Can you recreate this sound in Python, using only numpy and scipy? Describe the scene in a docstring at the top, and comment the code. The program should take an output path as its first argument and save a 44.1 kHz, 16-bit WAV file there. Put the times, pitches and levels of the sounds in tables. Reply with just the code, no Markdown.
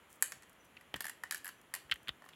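"""A quiet bamboo forest, where dry stalks and leaves give way underfoot: one sharp snap, then runs of
splintering cracks. Each crack is a spray of tiny fractures that sets the hollow stalk ringing in its
damped modes and scatters among the trees. Soft thuds and duller knocks on wood sound close by, almost
free of echo. Leaves rustle over faint forest air, a thin insect tone and a few high calls."""
import sys
import numpy as np
from scipy import signal
from scipy.fft import rfft, irfft, next_fast_len
from scipy.io import wavfile

SR = 44100
rng = np.random.default_rng(int(sys.argv[2]) if len(sys.argv) > 2 else 0)


def master(y):
    """Save y as 16-bit WAV."""
    cut = np.clip(np.atleast_2d(y).T, -1, 1)
    pcm = np.round(cut * 32767)  # scale
    wavfile.write(sys.argv[1], SR, pcm.astype(np.int16))


N = 103635
T = np.arange(N) / SR
EVENT_T = T[:4096]

# Faint sustained sounds: t/s, duration/s, level/dB
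HIGH_CALLS = [(0.586, .05, -74), (0.63, 0.048, -78.5), (1.53, 0.088, -80), (1.93, 0.17, -81)]
LEAF_RUSTLES = [(0.093, 0.079, -65.5), (.203, 0.025, -66), (.494, 0.0074, -63), (.529, .005, -66),
                (0.645, 0.012, -68), (1.614, 0.003, -62), (1.94, 0.0029, -50.5), (2.03, 0.0042, -63.5),
                (2.251, .004, -65)]
SOFT_SCUFFS = [(2.328, 0.017, -61.5)]
# Breaking stalks (energy levels): t/s, fracture decay/s, stalk f/Hz, ring level/dB, body level/dB,
# rasp level/dB re RASP_REF_DB, tick level/dB, tick tilt/(dB per octave)
STALK_CRACKS = [(0.2245, 0.00043, 1762, -9, -22, -17, 1, 4),
                (0.321, 0.00027, 1860, -23.5, -33, -25, -23, -10),
                (0.423, 0.00024, 1900, -41, -54, -44, -37, -1),
                (0.432, 0.0071, 1870, -36, -41, -43, -39, -11),
                (0.8101, 0.0031, 1940, -33, -47, -46.5, -41.5, 8),
                (0.9596, 0.0035, 1800, -21, -44, -35, -30, -9),
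                (0.9639, 0.0012, 1830, -26, -36, -31, -29.5, 5),
                (1.0063, 0.0011, 1780, -19, -25, -20.5, -16.5, 16),
                (1.0207, 0.002, 1830, -30, -49, -40, -23, 13),
                (1.043, 0.003, 1770, -19.5, -40, -26.5, -25, 16),
                (1.054, 0.0024, 1760, -20.5, -24.5, -28.5, -20, 14),
                (1.0672, 0.0014, 1793, -18.5, -42, -29.5, -21.5, 7),
                (1.082, 0.0022, 1770, -21.5, -42, -37, -23.5, 2),
                (1.0957, 0.0022, 1880, -21, -34, -28.5, -19.5, 2),
                (1.236, 0.0041, 1810, -13.5, -23, -29, -26, 1),
                (1.3099, 0.00093, 1790, -18, -32, -17.5, -13.5, 0),
                (1.3223, 0.0015, 1680, -13.5, -39, -27, -16.5, -2),
                (1.3337, 0.00072, 1920, -35, -36, -33, -31, 3),
                (1.3456, 0.0019, 1745, -16, -37.5, -24, -17, 3),
                (1.357, 0.001, 1710, -33, -43, -29.5, -31, 3),
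                (1.3713, 0.0006, 1840, -44, -50, -41, -29.5, 7),
                (1.3787, 0.0005, 1750, -48, -52, -43, -27, 5),
                (1.4454, 0.00055, 1700, -21.5, -43, -31.5, -21.5, 21),
                (1.4563, 0.00069, 1700, -24.5, -36, -35, -21.5, 12),
                (1.4668, 0.001, 1710, -22, -36.5, -29.5, -27.5, 4),
                (1.478, 0.0013, 1860, -26, -35.5, -38, -20, 9),
                (1.4895, 0.001, 1690, -24, -32.5, -32, -28, 13),
                (1.7388, 0.002, 1860, -16, -26, -21, -14, 5), (1.75, 0.0018, 1930, -34, -32, -27, -17.5, 8),
                (1.7608, 0.0016, 1830, -30.5, -30, -32, -28, 13),
                (2.221, 0.0036, 1790, -35, -33, -47, -48, 0),
                (2.241, 0.004, 1770, -33, -36, -49.5, -50, -1),
                (2.261, 0.0058, 1800, -37, -32.5, -46, -48, 14),
                (2.2887, 0.00077, 1750, -44, -48, -35, -37.5, 6)]
# Soft impacts (energy levels): t/s, weight level/dB, pat level/dB, pat decay/s
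SOFT_THUDS = [(0.367, -48, -35, 0.0051), (0.9408, -33, -17, 0.0037), (0.9548, -45, -22.5, 0.01),
              (1.846, -36, -42, .012), (1.9205, -25, -28.5, 0.0021), (2.0911, -25, -22, 0.0037)]
# Blows on dry wood (energy levels): t/s, decay/s, low level/dB, high f/Hz, high level/dB, tick level/dB
WOOD_KNOCKS = [(0.7682, .002, -35, 2680, -27.5, -53), (.773, 0.0008, -42, 2520, -28.5, -56.5),
               (.9412, 0.0011, -16, 2970, -12.5, -34), (1.8968, 0.0021, -27.5, 3020, -31.5, -55),
               (1.913, 0.003, -13, 3080, -4, -23.5), (1.9218, 0.0018, -8, 3010, -6, -38.5),
               (1.9305, 0.0015, -22.5, 2800, -26, -58), (1.958, 0.0037, -27.5, 2820, -32, -38.5),
               (2.0736, 0.002, -26.5, 2870, -25.5, -57), (2.083, 0.0015, -20, 3280, -17, -30.5),
               (2.0909, 0.0015, -17, 3240, -10, -34.5)]

# Spectral envelopes: f/Hz, relative level/dB
AIR_SPECTRUM = [(15, -36.5), (25, -7.5), (212, -3), (695, -7), (796, -8), (911, -6.5), (1330, -6.5),
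                (1740, -8.5), (2000, -8.5), (2410, -11), (3250, -11), (3520, -17), (5000, -28), (6050, -25),
                (6560, -24.5), (7110, -24), (8590, -28), (10400, -21), (16000, -32)]
LEAF_SPECTRUM = [(2500, -30), (5500, -13.5), (7500, -7), (12000, -7), (16000, -13.5)]
SCUFF_SPECTRUM = [(1500, -22), (2800, 5), (3600, 2), (4300, -15), (6000, -26)]
ECHO_SPECTRUM = [(300, 12), (900, 2.5), (1800, 3), (3000, 10), (5000, 0), (8000, -2), (12000, -7),
                 (16000, -4.5)]
TICK_SPECTRUM = [(3000, -26), (5500, -14.5), (7300, 0.5), (9000, -4.5), (11300, 1), (12500, -5.5),
                 (15000, -20), (17000, -29.5)]
RASP_SPECTRUM = [(600, -25.5), (1000, -3), (1400, 5), (2300, 0.5), (3100, 0.5), (3800, -4.5), (4600, 0),
                 (6000, -4), (8000, -13)]
BODY_SPECTRUM = [(200, -23), (450, -13.5), (680, -2.5), (1000, 0.5), (1200, -2), (1500, -16), (3000, -40.5)]
PAT_SPECTRUM = [(40, -4), (130, 8), (350, -1.5), (550, -5.5), (900, -3), (1500, -6.5), (4000, -27)]
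WOOD_SPECTRUM = [(300, -18.5), (750, -29.5), (1200, -9.5), (1900, 0.5), (2300, -11), (3200, -34),
                 (6000, -37)]

AIR_DB, INSECT_DB = -64, -87.5
RASP_REF_DB, LITTER_DB = 4, -5.5
TILT_LOW_HZ, TILT_HIGH_HZ = 7300, 11300
STALK_T60_S, STALK_RISE_S, STALK_DETUNE, SIDE_MODE_DB = 0.021, 0.0012, 0.14, -9.5
WOOD_WIDTH_HZ, KNOCK_ECHO_DB = 990, -10.5
UNDERFOOT_SEND_DB, CLOSE_SEND_DB = -9, -33.5


def undb(db):
    """Amplitude ratio for a level in decibels."""
    return 10 ** (np.asarray(db) / 20)


def at_energy(x, db):
    """Normalisation to a total energy level."""
    return x * undb(db) / np.sqrt(np.sum(x ** 2) + 1e-30)


def at_rms(x, db):
    """Normalisation to an rms level."""
    return at_energy(x, db) * np.sqrt(len(x))


def add(out, t, x):
    """Superposition of x on the output from time t."""
    i = int(t * SR)
    out[i:i + len(x)] += x[:max(N - i, 0)]


def colour(x, spectrum):
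    """Minimum-phase filtering: folding the cepstrum makes the response causal."""
    n = 2 * next_fast_len(len(x))
    hz, db = np.array(spectrum, float).T
    bin_hz = np.arange(n // 2 + 1) * SR / n
    gain = undb(np.interp(np.log(bin_hz + 1), np.log(hz), db))
    cepstrum = irfft(np.log(gain))
    cepstrum[1:n // 2] *= 2
    cepstrum[n // 2 + 1:] = 0
    return irfft(rfft(x, n) * np.exp(rfft(cepstrum)))[:len(x)]


def narrowband(hz, sigma_hz):
    """Beating within a narrow Gaussian band of noise gives a wavering tone."""
    bin_hz = np.arange(N // 2 + 1) * SR / N
    band = np.exp(-0.5 * ((bin_hz - hz) / sigma_hz) ** 2)
    return at_rms(irfft(rfft(rng.standard_normal(N)) * band, N), 0)


def grains(n, spread_db):
    """Dense impulses with a log-normal spread of size make a gritty noise."""
    return rng.standard_normal(n) * undb(spread_db * rng.standard_normal(n))


def burst(decay_s):
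    """Impulsive excitation: a spray of grains of unit energy decays exponentially."""
    return at_energy(grains(len(EVENT_T), spread_db=6) * np.exp(-EVENT_T / decay_s), 0)


def mode(hz, t60_s, rise_s):
    """A damped normal mode builds up, then decays by 60 dB in t60_s."""
    envelope = (1 - np.exp(-EVENT_T / rise_s)) * 1000 ** (-EVENT_T / t60_s)
    return np.sin(2 * np.pi * hz * EVENT_T) * envelope


def forest_air():
    """Stationary broadband noise, strongest at low frequencies, is heard as soft air."""
    return at_rms(colour(rng.standard_normal(N), AIR_SPECTRUM), AIR_DB)


def insects():
    """Narrowband noise gives a steady tone; amplitude modulation of a second band gives brief calls."""
    out = undb(INSECT_DB) * narrowband(7120, sigma_hz=210)
    whistle = narrowband(5970, sigma_hz=37)
    for t, duration, db in HIGH_CALLS:
        out += undb(db) * whistle * np.sin(np.pi * np.clip((T - t) / duration, 0, 1))
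    return out


def rustles(events, spectrum):
    """Shifting dry leaves emit many small impulses, which sum incoherently to a crinkle."""
    out = np.zeros(N)
    crinkle = colour(grains(N, spread_db=10.5), spectrum)
    for t, duration, db in events:
        piece = crinkle[int(t * SR):int((t + duration) * SR) + 1]
        add(out, t, at_rms(piece * signal.windows.tukey(len(piece), 0.2), db))
    return out


def trunk_echoes(x):
    """Scattering from trunks builds a reverberant tail whose treble dies slightly sooner."""
    split_hz, low_t60_s, high_t60_s, onset_s = 4000, 0.29, 0.28, 0.0092
    low = signal.sosfilt(signal.butter(2, split_hz, fs=SR, output="sos"), grains(N, 1))
    high = signal.sosfilt(signal.butter(2, split_hz, "high", fs=SR, output="sos"), grains(N, 7.5))
    tail = low * 1000 ** (-T / low_t60_s) + high * 1000 ** (-T / high_t60_s)
    tail *= 1 - np.exp(-(T / onset_s) ** 2)
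    return signal.fftconvolve(x, colour(at_energy(tail, 0), ECHO_SPECTRUM))[:N]


def hollow_stalk(hz):
    """Free vibration of a hollow stalk: a main mode beats with a weaker one on either side."""
    out = mode(hz, STALK_T60_S, STALK_RISE_S)
    for side in (-1, 1):
        gain = undb(SIDE_MODE_DB) * rng.choice([-1, 1])
        side_hz = hz * (1 + side * STALK_DETUNE * rng.uniform(0.38, 1.58))
        out += gain * mode(side_hz, STALK_T60_S, STALK_RISE_S)
    return out


def cracks():
    """Brittle fracture radiates a bright tick, a stalk ring, a rasp of fibres and a low body."""
    out = np.zeros(N)
    for t, decay, hz, ring_db, body_db, rasp_db, tick_db, tilt in STALK_CRACKS:
        tilted = [(f, db + tilt * np.log2(np.clip(f, TILT_LOW_HZ, TILT_HIGH_HZ) / TILT_LOW_HZ))
                  for f, db in TICK_SPECTRUM]
        fracture = burst(decay)
        litter_scatter = undb(LITTER_DB) * burst(decay_s=0.0079)
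        tick = at_energy(colour(fracture + litter_scatter, tilted), tick_db)
        ring = at_energy(hollow_stalk(hz), ring_db)
        rasp = at_energy(colour(burst(decay_s=0.0043), RASP_SPECTRUM), RASP_REF_DB + rasp_db)
        body = at_energy(colour(burst(decay_s=0.0043), BODY_SPECTRUM), body_db)
        add(out, t, tick + ring + rasp + body)
    return out


def thuds():
    """A soft impact gives a pat, then a low, heavily damped oscillation of the weight."""
    out = np.zeros(N)
    for t, weight_db, pat_db, decay in SOFT_THUDS:
        weight = at_energy(mode(hz=61.5, t60_s=0.051, rise_s=0.006), weight_db)
        pat = at_energy(colour(burst(decay), PAT_SPECTRUM), pat_db)
        add(out, t, weight + pat)
    return out


def knocks():
    """A blow excites two broad, hence short-lived, resonances of dry wood, with a faint tick."""
    out = np.zeros(N)
    for t, decay, low_db, hz, high_db, tick_db in WOOD_KNOCKS:
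        blow = burst(decay) + undb(KNOCK_ECHO_DB) * burst(decay_s=0.0074)
        band_hz = [hz - WOOD_WIDTH_HZ / 2, hz + WOOD_WIDTH_HZ / 2]
        resonance = signal.butter(2, band_hz, "band", fs=SR, output="sos")
        low = at_energy(colour(blow, WOOD_SPECTRUM), low_db)
        high = at_energy(signal.sosfilt(resonance, blow), high_db)
        tick = at_energy(colour(burst(decay), TICK_SPECTRUM), tick_db)
        add(out, t, low + high + tick)
    return out


def scene():
    """Direct and scattered sound superpose; for the close knocks and thuds the direct part dominates."""
    underfoot = cracks() + rustles(LEAF_RUSTLES, LEAF_SPECTRUM) + rustles(SOFT_SCUFFS, SCUFF_SPECTRUM)
    close = knocks() + thuds()
    echoes = trunk_echoes(undb(UNDERFOOT_SEND_DB) * underfoot + undb(CLOSE_SEND_DB) * close)
    return (underfoot + close + echoes + forest_air() + insects())[None]


def record(dry):
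    """Band limiting attenuates the bass below 50 Hz and the treble above 16 kHz."""
    low_cut = signal.butter(4, 50, "high", fs=SR, output="sos")
    high_cut = signal.ellip(8, 0.2, 70, 16000, fs=SR, output="sos")
    return signal.sosfilt(high_cut, signal.sosfilt(low_cut, dry))


dry = scene()
out = record(dry)
master(out)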